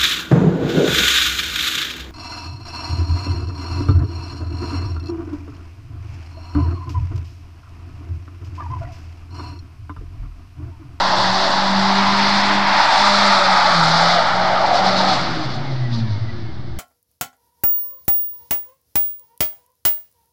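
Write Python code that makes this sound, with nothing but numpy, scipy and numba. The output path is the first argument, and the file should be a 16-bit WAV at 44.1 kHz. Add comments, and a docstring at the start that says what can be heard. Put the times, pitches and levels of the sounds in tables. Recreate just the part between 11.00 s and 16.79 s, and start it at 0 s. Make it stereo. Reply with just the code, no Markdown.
"""Rear tyres roar and squeal on asphalt as an eight-cylinder car circles in the open; then the throttle closes.
Tyres: slipping tread blocks as noise, through moving rubber rings, with sagging squeals and scrub hiss.
Exhaust: tones on the firing rate, gas noise in the pipe modes, pops as the revs fall.
Alternator: a whine that slides down with the revs. One microphone, same signal on both channels."""
import sys
import numpy as np
from scipy import signal
from scipy.fft import rfft, irfft, next_fast_len
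from scipy.io import wavfile
from scipy.ndimage import uniform_filter1d
from numba import njit

SR = 44100
rng = np.random.default_rng(int(sys.argv[2]) if len(sys.argv) > 2 else 0)


def put_to_file(sound):
    """Save the sound as 16-bit audio at rate SR, in the file named by the first command-line argument."""
    columns = np.atleast_2d(sound).T  # one column per channel
    safe = np.clip(columns, -1, 1)
    whole_steps = np.round(safe * 32767)
    wavfile.write(sys.argv[1], SR, whole_steps.astype(np.int16))


N = 255250

# engine speed: t/s, firing rate/Hz
REVS = [(0.0, 187.5), (0.2, 186.8), (0.5, 192.4), (0.9, 195.1), (1.3, 200.2), (1.55, 200.1), (1.8, 197.6),
        (2.03, 203.5), (2.25, 200.6), (2.45, 190.5), (2.64, 186.0), (2.85, 160.5), (3.0, 168.1),
        (3.5, 186.1), (3.7, 191.0), (4.1, 188), (4.2, 172.5), (4.3, 164), (4.5, 149), (4.66, 136.5),
        (4.84, 124), (4.96, 116), (5.05, 109.3), (5.14, 102.6), (5.32, 90.8), (5.5, 79.5), (5.68, 68.6),
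        (5.79, 62.8)]


def amp(db):
    """dB to gain."""
    return 10 ** (np.asarray(db) / 20)


def rms_one(x):
    """Scale to rms 1."""
    return x / np.sqrt(np.mean(x ** 2) + 1e-20)


def in_time(rows):
    """Columns of a curve table, interpolated to one value per sample."""
    t_s, *columns = np.transpose(rows)
    return [np.interp(np.arange(N) / SR, t_s, column) for column in columns]


def coloured(x, spectrum):
    """Filter x by (f/Hz, level/dB) points, linear in dB over log f; rms 1."""
    size = next_fast_len(N)
    hz = np.maximum(np.arange(size // 2 + 1) * SR / size, 1)
    points = np.array(spectrum, float)
    gain = amp(np.interp(np.log(hz), np.log(points[:, 0]), points[:, 1]))
    return rms_one(irfft(rfft(x, size) * gain, size)[:N])


def drift(rate_hz):
    """Slow random signal: noise through a double pole at rate_hz; rms 1."""
    r = np.exp(-2 * np.pi * rate_hz / SR)
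    noise = rng.standard_normal(N + SR)
    settled = signal.lfilter([1], [1, -2 * r, r * r], noise)[SR:]
    return rms_one(settled)


@njit
def resonate(x, cosine, r):
    """Two-pole resonance whose centre may move from sample to sample."""
    y = np.zeros(len(x))
    for i in range(2, len(x)):
        y[i] = x[i] - x[i - 2] + 2 * r * cosine[i] * y[i - 1] - r * r * y[i - 2]
    return y


def ring(x, hz, width_hz):
    """Steep ring: the resonance applied twice, width_hz per pass; rms 1."""
    cosine = np.cos(2 * np.pi * hz / SR) * np.ones(N)
    r = np.exp(-np.pi * width_hz / SR)
    return rms_one(resonate(resonate(x, cosine, r), cosine, r))


def peaks(hz, modes):
    """Summed gain at hz of (f/Hz, width/Hz, level/dB) modes."""
    return sum(amp(db) / (1 + (2 * (hz - centre_hz) / width_hz) ** 2)
               for centre_hz, width_hz, db in modes)


def cancel(x, hz, width_hz, share):
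    """Subtract a share (0-1) of one band from x."""
    r = np.exp(-np.pi * width_hz / SR)
    cosine = np.cos(2 * np.pi * hz / SR) * np.ones(N)
    band = (1 - r * r) / 2 * resonate(x, cosine, r)
    return x - np.clip(share, 0, 1) * band


def alternator():
    """Multiples of the pole rate, loud while they pass a resonance of the engine bay."""
    # whine: t/s, level/dB
    whine = [(4.45, -66), (4.67, -42), (4.76, -52), (4.86, -40), (5.0, -43), (5.1, -48), (5.2, -51),
             (5.3, -43.5), (5.4, -55), (5.5, -49), (5.6, -58), (5.7, -54), (5.79, -55)]
    # engine bay modes: f/Hz, width/Hz, level/dB
    bay = [(1440, 50, -5), (1730, 60, -4), (1965, 50, 2), (2160, 70, -1), (2270, 70, -6), (2000, 700, -14)]
    poles_per_firing = 16 / 3
    pole_hz = poles_per_firing * in_time(REVS)[0]
    phase = 2 * np.pi * np.cumsum(pole_hz) / SR
    tones = sum(peaks(k * pole_hz, bay) * np.sin(k * phase) for k in range(3, 7))
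    whine_db = in_time(whine)[0] + 1.8 * drift(24)
    return np.sqrt(2) * amp(whine_db) * tones


def pops(firing_phase):
    """Late burns ring a pipe mode: quick swell, exponential decay, in step with the firing tone at the peak."""
    # pops: t/s, f/Hz, level/dB, t60/s
    late_burns = [(4.13, 309, -33.5, 0.42), (4.178, 127, -30.5, .4), (4.47, 131, -26, .4),
                  (4.49, 347, -38.5, .6), (4.56, 238, -36.5, 0.54), (4.585, 128, -34, .4),
                  (4.66, 346, -36.5, .7), (4.829, 339, -39, 0.58), (4.93, 124, -29, 0.46),
                  (5.035, 120.3, -19.5, 0.54), (5.231, 114.1, -20, 0.41), (5.34, 116.4, -26, 0.42),
                  (5.35, 350, -40.5, .8), (5.435, 109, -30, .4), (5.68, 345, -43, .8), (5.7, 131, -35, .6)]
    rise_s = .03
    t, out = np.arange(N) / SR, np.zeros(N)
    for t_s, hz, level_db, t60_s in late_burns:
        age = t - t_s
        rise = np.exp(-(age / rise_s) ** 2)
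        decay = amp(-60 * np.maximum(age, 0) / t60_s)
        swell = np.where(age < 0, rise, decay)
        out += amp(level_db) * swell * np.sin(2 * np.pi * hz * age + firing_phase[int(t_s * SR)])
    return out


def exhaust():
    """Tones on the firing rate; uneven-cylinder tones swell as they cross a pipe mode; gas noise; pops."""
    # firing-rate tone: t/s, level/dB
    drone = [(0, -32.5), (.3, -27), (.48, -33.5), (.75, -18.5), (1.0, -20), (1.25, -21.5), (1.6, -24),
             (1.8, -32), (1.9, -48), (2.0, -27), (2.3, -21), (2.41, -33), (2.49, -24.5), (2.66, -34),
             (2.8, -18.5), (3.15, -26), (3.24, -38), (3.38, -30), (3.75, -39), (3.88, -22.5), (4.1, -25.5),
             (4.17, -39), (4.23, -26), (4.28, -39), (4.35, -26), (4.42, -44), (4.52, -34), (4.6, -27.5),
             (4.65, -30), (4.72, -21), (4.76, -22), (4.82, -16), (4.885, -22), (4.94, -22.5), (5.0, -23),
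             (5.05, -25.5), (5.13, -18), (5.19, -30), (5.24, -29), (5.34, -33), (5.4, -37), (5.56, -37.5),
             (5.6, -30), (5.64, -51), (5.72, -32.5), (5.79, -39)]
    # multiples 2 and 3: t/s, level/dB
    second = [(0, -41), (.2, -35), (.3, -44), (.4, -33), (.52, -46), (.68, -38), (.75, -44), (.82, -35),
              (.99, -31), (1.06, -44), (1.12, -35), (1.25, -32), (1.33, -48), (1.43, -50), (1.47, -34),
              (1.6, -39), (1.85, -49), (2.1, -36), (2.4, -39), (2.55, -45), (2.65, -39), (2.85, -38),
              (2.95, -48), (3.3, -47), (3.4, -39), (3.6, -39), (3.75, -47), (3.92, -36), (4.1, -48),
              (4.21, -48), (4.26, -33), (4.32, -31), (4.42, -33), (4.48, -47), (4.8, -45), (4.86, -33),
              (4.92, -29), (5.02, -23), (5.08, -29), (5.14, -46), (5.6, -48), (5.7, -36), (5.79, -38)]
    third = [(0, -42), (.4, -35), (1.0, -43), (1.3, -36), (1.85, -42), (2.0, -24), (2.44, -24), (2.5, -42),
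             (3.6, -48), (3.9, -32), (4.15, -50), (5.79, -58)]
    # multiples 1.5 and 3.5, from the two banks firing unevenly: t/s, level/dB
    half_low = [(0, -41), (.3, -47), (.45, -36), (.7, -42), (1.0, -42), (1.5, -36), (1.9, -40), (2.4, -45),
                (2.6, -62), (2.9, -44), (3.4, -56), (3.7, -45), (4.1, -38), (4.3, -52), (5.3, -41.5),
                (5.79, -43)]
    half_high = [(0, -45), (.55, -32), (.8, -44), (1.25, -34), (1.8, -46), (2.1, -34), (2.4, -31),
                 (2.6, -46), (3.0, -44), (3.1, -27), (3.22, -26), (3.3, -38), (3.4, -25), (3.6, -25),
                 (3.75, -38), (4.2, -38), (4.35, -58), (5.79, -60)]
    # uneven cylinders: multiple of the firing rate, level/dB
    uneven = [(.5, -17.5), (0.626, -22.5), (.75, -5.5), (.875, -13.5), (1.125, -14), (1.25, -8),
              (1.75, -4.5), (2.5, -0.5), (2.75, -5), (4, -0.5), (5.002, -0.5)]
    # common level of the uneven cylinders: t/s, level/dB
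    uneven_level = [(0, -44), (1.6, -40), (2.0, -56), (2.8, -44.5), (3.4, -39), (4.1, -40.5), (4.8, -49),
                    (5.35, -43), (5.79, -50)]
    # pipe modes: f/Hz, width/Hz, level/dB
    pipe = [(116, 21.6, 11), (224, 38, -4), (337, 31, 0)]
    # gas noise: t/s, burble level/dB, level in the pipe modes/dB
    gas_level = [(0, -41, -57), (.1, -33, -43), (.19, -34, -31), (.33, -38, -36), (.45, -35, -58),
                 (1.2, -33.5, -41), (2.8, -33, -60.5), (3.37, -35.5, -34.5), (4.05, -31, -43),
                 (4.2, -30, -36), (4.33, -30, -38), (4.55, -33.5, -35), (4.7, -35.5, -36), (5.0, -37, -39),
                 (5.25, -38, -39), (5.45, -39.5, -37), (5.79, -43, -34.5)]
    # burble spectrum: f/Hz, level/dB per Hz
    burble_spectrum = [(18, -47), (30, 1.5), (90, 3), (130, 6.5), (250, 7.5), (390, 1.5), (470, -7),
                       (700, -67)]
    muffler_hz = 350  # uneven-cylinder tones fall steeply above this
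    gas_wavers_hz = 6

    firing_hz = in_time(REVS)[0]
    phase = 2 * np.pi * np.cumsum(firing_hz) / SR
    tones = amp(in_time(drone)[0] + 1.2 * drift(12)) * np.sin(phase)
    tones += pops(phase)
    for multiple, level in ((1.5, half_low), (2, second), (3, third), (3.5, half_high)):
        level_db = in_time(level)[0] + 2.3 * drift(12)
        tones += amp(level_db) * np.sin(multiple * phase + multiple - 1)

    uneven_db = in_time(uneven_level)[0]
    for multiple, level_db in uneven:
        hz = multiple * firing_hz
        pipe_gain = (1 + peaks(hz, pipe)) / (1 + (hz / muffler_hz) ** 12)
        gain = amp(uneven_db + level_db + 2.0 * drift(3.4)) * pipe_gain
        tones += gain * np.sin(multiple * phase + 2 * np.pi * rng.random())

    gas = rng.standard_normal(N)
    boom = rms_one(sum(amp(level_db) * ring(gas, hz, width_hz) for hz, width_hz, level_db in pipe))
    burble = coloured(rng.standard_normal(N), burble_spectrum)
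    burble_db, boom_db = in_time(gas_level)
    burble_db = burble_db + 1.2 * drift(gas_wavers_hz)
    boom_db = boom_db + 1.0 * drift(gas_wavers_hz)
    return np.sqrt(2) * tones + amp(burble_db) * burble + amp(boom_db) * boom


def slips(per_s, spread_db):
    """Tread blocks let go of the road at random moments, some harder than others."""
    sizes = amp(spread_db * np.minimum(rng.exponential(1, N), 4)) * rng.choice([-1, 1], N)
    return sizes * (rng.random(N) < per_s / SR)


def squeal(hz):
    """A block locks into a tone that sags as the rubber heats, breaks off, and the next block takes over."""
    squeals_per_s = 12  # median
    fall, spread = .16, .09  # pitch sag per squeal and scatter between blocks, as shares of hz
    clock = np.cumsum(squeals_per_s * amp(4 * drift(5))) / SR + rng.random()
    block, age = np.divmod(clock, 1)
    block_offset = np.clip(rng.standard_normal(N // 100), -2, 2)[block.astype(int)]
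    pitch_hz = hz * (1 + fall * (.5 - age) + spread * block_offset)
    swell = np.sqrt(np.sin(np.pi * age)) * amp(2.5 * drift(14))
    return rms_one(swell * np.sin(2 * np.pi * np.cumsum(pitch_hz) / SR))


def chirps():
    """The clearest single squeals: each swells, sags in pitch and dies."""
    # squeals: t of peak/s, f at peak/Hz, level/dB, length between 1/e points/s
    single_squeals = [(0.125, 893, -27, 0.12), (0.142, 1012, -26, 0.09), (0.267, 775, -25, 0.07),
                      (0.277, 968, -26, 0.12), (0.357, 1173, -28, 0.06), (0.362, 764, -26, 0.09),
                      (0.459, 667, -26, 0.09), (0.481, 893, -27, 0.05), (0.611, 829, -22, 0.1),
                      (0.696, 968, -25, 0.09), (0.836, 785, -26, 0.08), (0.898, 1001, -20, 0.05),
                      (0.923, 785, -25, 0.12), (0.993, 968, -23, 0.05), (1.008, 1367, -27, 0.12),
                      (1.083, 785, -24, 0.1), (1.098, 1012, -20, 0.08), (1.142, 1367, -26, 0.06),
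                      (1.2, 915, -22, 0.12), (1.32, 818, -26, 0.12), (1.452, 947, -24, 0.12),
                      (1.509, 850, -25, 0.1), (1.676, 947, -22, 0.06), (1.739, 850, -21, 0.12),
                      (1.746, 1001, -21, 0.06), (1.883, 915, -16, 0.05), (1.958, 861, -16, 0.08),
                      (2.045, 904, -18, 0.12), (2.277, 1227, -21, 0.07), (2.297, 915, -24, 0.12),
                      (2.412, 1378, -23, 0.06), (2.444, 570, -24, 0.06), (2.569, 861, -18, 0.12),
                      (2.584, 1227, -21, 0.12), (2.652, 839, -19, 0.06), (2.666, 1141, -22, 0.12),
                      (2.701, 882, -21, 0.12), (2.729, 1130, -19, 0.05), (2.794, 807, -22, 0.07),
                      (2.961, 850, -18, 0.06), (3.056, 1291, -23, 0.08), (3.063, 775, -24, 0.12),
                      (3.133, 1238, -21, 0.05), (3.18, 689, -21, 0.12), (3.233, 904, -23, 0.09),
                      (3.295, 829, -25, 0.11), (3.44, 807, -22, 0.12), (3.465, 1216, -22, 0.05),
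                      (3.5, 732, -23, 0.12), (3.577, 1238, -23, 0.07), (3.692, 764, -18, 0.12),
                      (3.826, 753, -19, 0.12), (4.008, 915, -22, 0.06), (4.033, 742, -22, 0.12),
                      (4.056, 1270, -27, 0.12), (4.103, 764, -21, 0.12), (4.433, 764, -35, 0.05),
                      (4.578, 745, -31, 0.06), (4.68, 829, -42, 0.05), (4.95, 1173, -46, 0.05),
                      (4.972, 931, -43, 0.07), (5.135, 935, -44, 0.14)]
    sag_hz_per_s = 650
    t, out = np.arange(N) / SR, np.zeros(N)
    for t_s, hz, level_db, length_s in single_squeals:
        age = t - t_s
        phase = 2 * np.pi * (hz - sag_hz_per_s * age / 2) * age + 2 * np.pi * rng.random()
        out += amp(level_db) * np.exp(-(2 * age / length_s) ** 2) * np.sin(phase)
    return np.sqrt(2) * out * amp(2.0 * drift(30))


def road_echo(x):
    """Echoes off the road cancel three bands, more or less as the car turns."""
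    # echo: t/s, narrow band f/Hz, narrow share, wide share, low share (0-1)
    echo = [(0, 3040, 0.38, 0.75, 0.27), (.85, 3050, 0.36, 0.6, 0.73), (1.0, 3050, 0.12, 0.27, 0.7),
            (1.9, 3000, 0.46, 0.35, 1), (2.2, 2950, 0.49, .1, 0.45), (2.5, 2842, 0.67, 0.15, 0.91),
            (3.2, 2580, 0.72, 0.15, 0.089), (4.2, 2697, 0.17, 0.16, 0.067), (5.0, 2560, 0.15, 0.28, 0.19),
            (5.79, 2500, 0.32, 0.52, 0.25)]
    narrow_hz, narrow_share, wide_share, low_share = in_time(echo)
    x = cancel(x, narrow_hz, 370, narrow_share)
    x = cancel(x, 2210, 1200, wide_share)
    return cancel(x, 458, 132, low_share)


def tyres():
    """Noise drives three rubber rings, two with squeals, and a broad roar; random slips make a bright scrub."""
    # t/s, tread ring/dB, sidewall ring/dB, roar/dB, scrub hiss/dB
    levels = [(0, -18, -32, -17, -22.5), (.45, -23.5, -34, -18, -21), (.75, -22, -29.5, -18.5, -23),
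              (1.1, -20.5, -24, -16.5, -21.5), (1.4, -23, -38, -15.5, -20),
              (1.61, -21.5, -43, -16.5, -25.5), (1.78, -13.5, -38, -11.5, -19.5),
              (2.06, -14.5, -18, -14, -16), (2.2, -19, -16.5, -14, -16), (2.6, -15.5, -16, -16.5, -19),
              (2.8, -18, -15, -18.5, -19), (3.12, -16.5, -18, -16, -18), (3.24, -19.5, -21, -19, -24.5),
              (3.37, -21, -22, -22, -27.5), (3.5, -21, -22, -21.5, -27), (3.66, -15.5, -22.5, -21.5, -28),
              (4.1, -21, -22.5, -21, -26), (4.22, -29.5, -29, -24.5, -25), (4.3, -31.5, -29.5, -28, -30.5),
              (4.8, -42.5, -51.5, -37.5, -42.5), (5.2, -53, -49, -40.5, -45), (5.79, -52, -60, -46, -52.5)]
    # low carcass ring: t/s, level/dB
    carcass_level = [(0, -27.5), (.45, -28), (1.1, -38), (1.6, -44), (1.85, -42), (2.45, -21.5), (2.6, -23),
                     (3.2, -29.5), (3.35, -30.5), (3.67, -24.5), (4.11, -24.5), (4.3, -35.5), (5.79, -53.5)]
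    # harder scuffs: t/s, hiss rise/dB, length between 1/e points of the rise/s
    scuffs = [(3.667, 4, .05), (3.772, 7, .07), (3.88, 7, .09), (3.99, 7, 0.085), (4.109, 6, .1),
              (4.44, 3, .05), (4.51, 3, .03), (4.555, 3, .04), (4.945, 10, 0.055), (4.995, 7, .05),
              (5.13, 3, .08)]
    # tread ring centre before wander: t/s, f/Hz
    tread_centre = [(0, 904), (.55, 854.5), (1.6, 925), (2.2, 859.4), (3.2, 758.5), (4.2, 781.5),
                    (5.79, 761)]
    # as the car turns: t/s, sidewall ring f/Hz, depth of the hollow between the rings (0-1)
    facing = [(0, 1113, 0), (.8, 1116, 0), (1.6, 1146, 0.03), (1.9, 1231, 1), (2.6, 1248, 0.47),
              (3.2, 1271, 0.2), (3.6, 1246, 0.2), (4.2, 1270, 0.1), (5.79, 1267, 0.6)]
    # each squeal against its ring: t/s, level/dB
    squeal_level = [(0, -15), (1.6, -14), (1.8, -12), (4.2, -12), (5.79, -10)]
    # spectra: f/Hz, level/dB per Hz
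    roar_spectrum = [(380, -42), (480, -14), (570, -1.5), (950, 3.5), (1500, 0.5), (2100, 1.5), (2700, -6),
                     (3500, -6), (5000, -75.5)]
    hiss_spectrum = [(2000, -17.5), (2900, -3.5), (3250, -6), (3400, 3), (3800, 4.5), (4400, 5.5),
                     (5100, 1.5), (5600, -5), (6300, -12), (8000, -68)]
    sizzle_spectrum = [(4500, -27.5), (6000, -5), (7000, 15), (9400, -1.5), (10500, -75)]
    ring_waver_db, ring_wavers_hz = 1.2, 26

    ring_db, sidewall_db, roar_db, hiss_db = in_time(levels)
    carcass_db = in_time(carcass_level)[0]
    for t_s, rise_db, length_s in scuffs:
        hiss_db = hiss_db + rise_db * np.exp(-(2 * (np.arange(N) / SR - t_s) / length_s) ** 2)
    tread_hz = in_time(tread_centre)[0] + 45 * drift(ring_wavers_hz)
    ring_db, sidewall_db, carcass_db = (db + ring_waver_db * drift(ring_wavers_hz)
                                        for db in (ring_db, sidewall_db, carcass_db))

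    sidewall_hz, gap_share = in_time(facing)
    squeal_gain = amp(in_time(squeal_level)[0])
    tread = ring(rng.standard_normal(N), tread_hz, 278)
    tread += squeal_gain * sum(squeal(tread_hz) for _ in range(3))
    sidewall = ring(rng.standard_normal(N), sidewall_hz, 435)
    sidewall += squeal_gain * squeal(sidewall_hz)
    carcass = ring(rng.standard_normal(N), 591, 223)
    roar = coloured(rng.standard_normal(N), roar_spectrum)
    scrub = slips(17000, spread_db=1.6)

    surge_db = .8 * drift(35)  # the grip judders: tread and roar surge together
    ring_db = ring_db + surge_db
    roar_db = roar_db + surge_db / 2 + 0.5 * drift(5.9)
    sizzle_db = 1.376 * hiss_db - 16.5 + 2.0 * drift(24)  # harder scrubbing is brighter
    hiss_db = hiss_db + 0.87 * drift(14.0)

    direct = amp(ring_db) * tread + amp(sidewall_db) * sidewall + amp(roar_db) * roar
    direct += amp(hiss_db) * coloured(scrub, hiss_spectrum)
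    direct += amp(sizzle_db) * coloured(scrub, sizzle_spectrum)
    direct = cancel(direct, 1043, 77, gap_share)  # hollow between tread and sidewall rings
    direct = direct + amp(carcass_db) * carcass + chirps()
    return road_echo(direct)


def scene():
    """All sources reach one microphone, copied to both channels."""
    return np.tile(alternator() + exhaust() + tyres(), (2, 1))


def record(dry):
    """Preamplifier offset, gain control that turns loud passages down, rounded peaks, a cut top."""
    offset, cutoff_hz = -0.065, 10853
    knee_db, squeeze = -14.5, 0.34  # squeeze: dB of gain reduction per dB above the knee
    x = offset + dry
    level_db = 10 * np.log10(uniform_filter1d(x[0] ** 2, size=SR // 4) + 1e-9)
    x = x * amp(-squeeze * np.maximum(level_db - knee_db, 0))
    x = 0.9 * np.tanh(x)
    return signal.sosfilt(signal.cheby2(20, 70, cutoff_hz, fs=SR, output="sos"), x)


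dry = scene()
out = record(dry)
put_to_file(out)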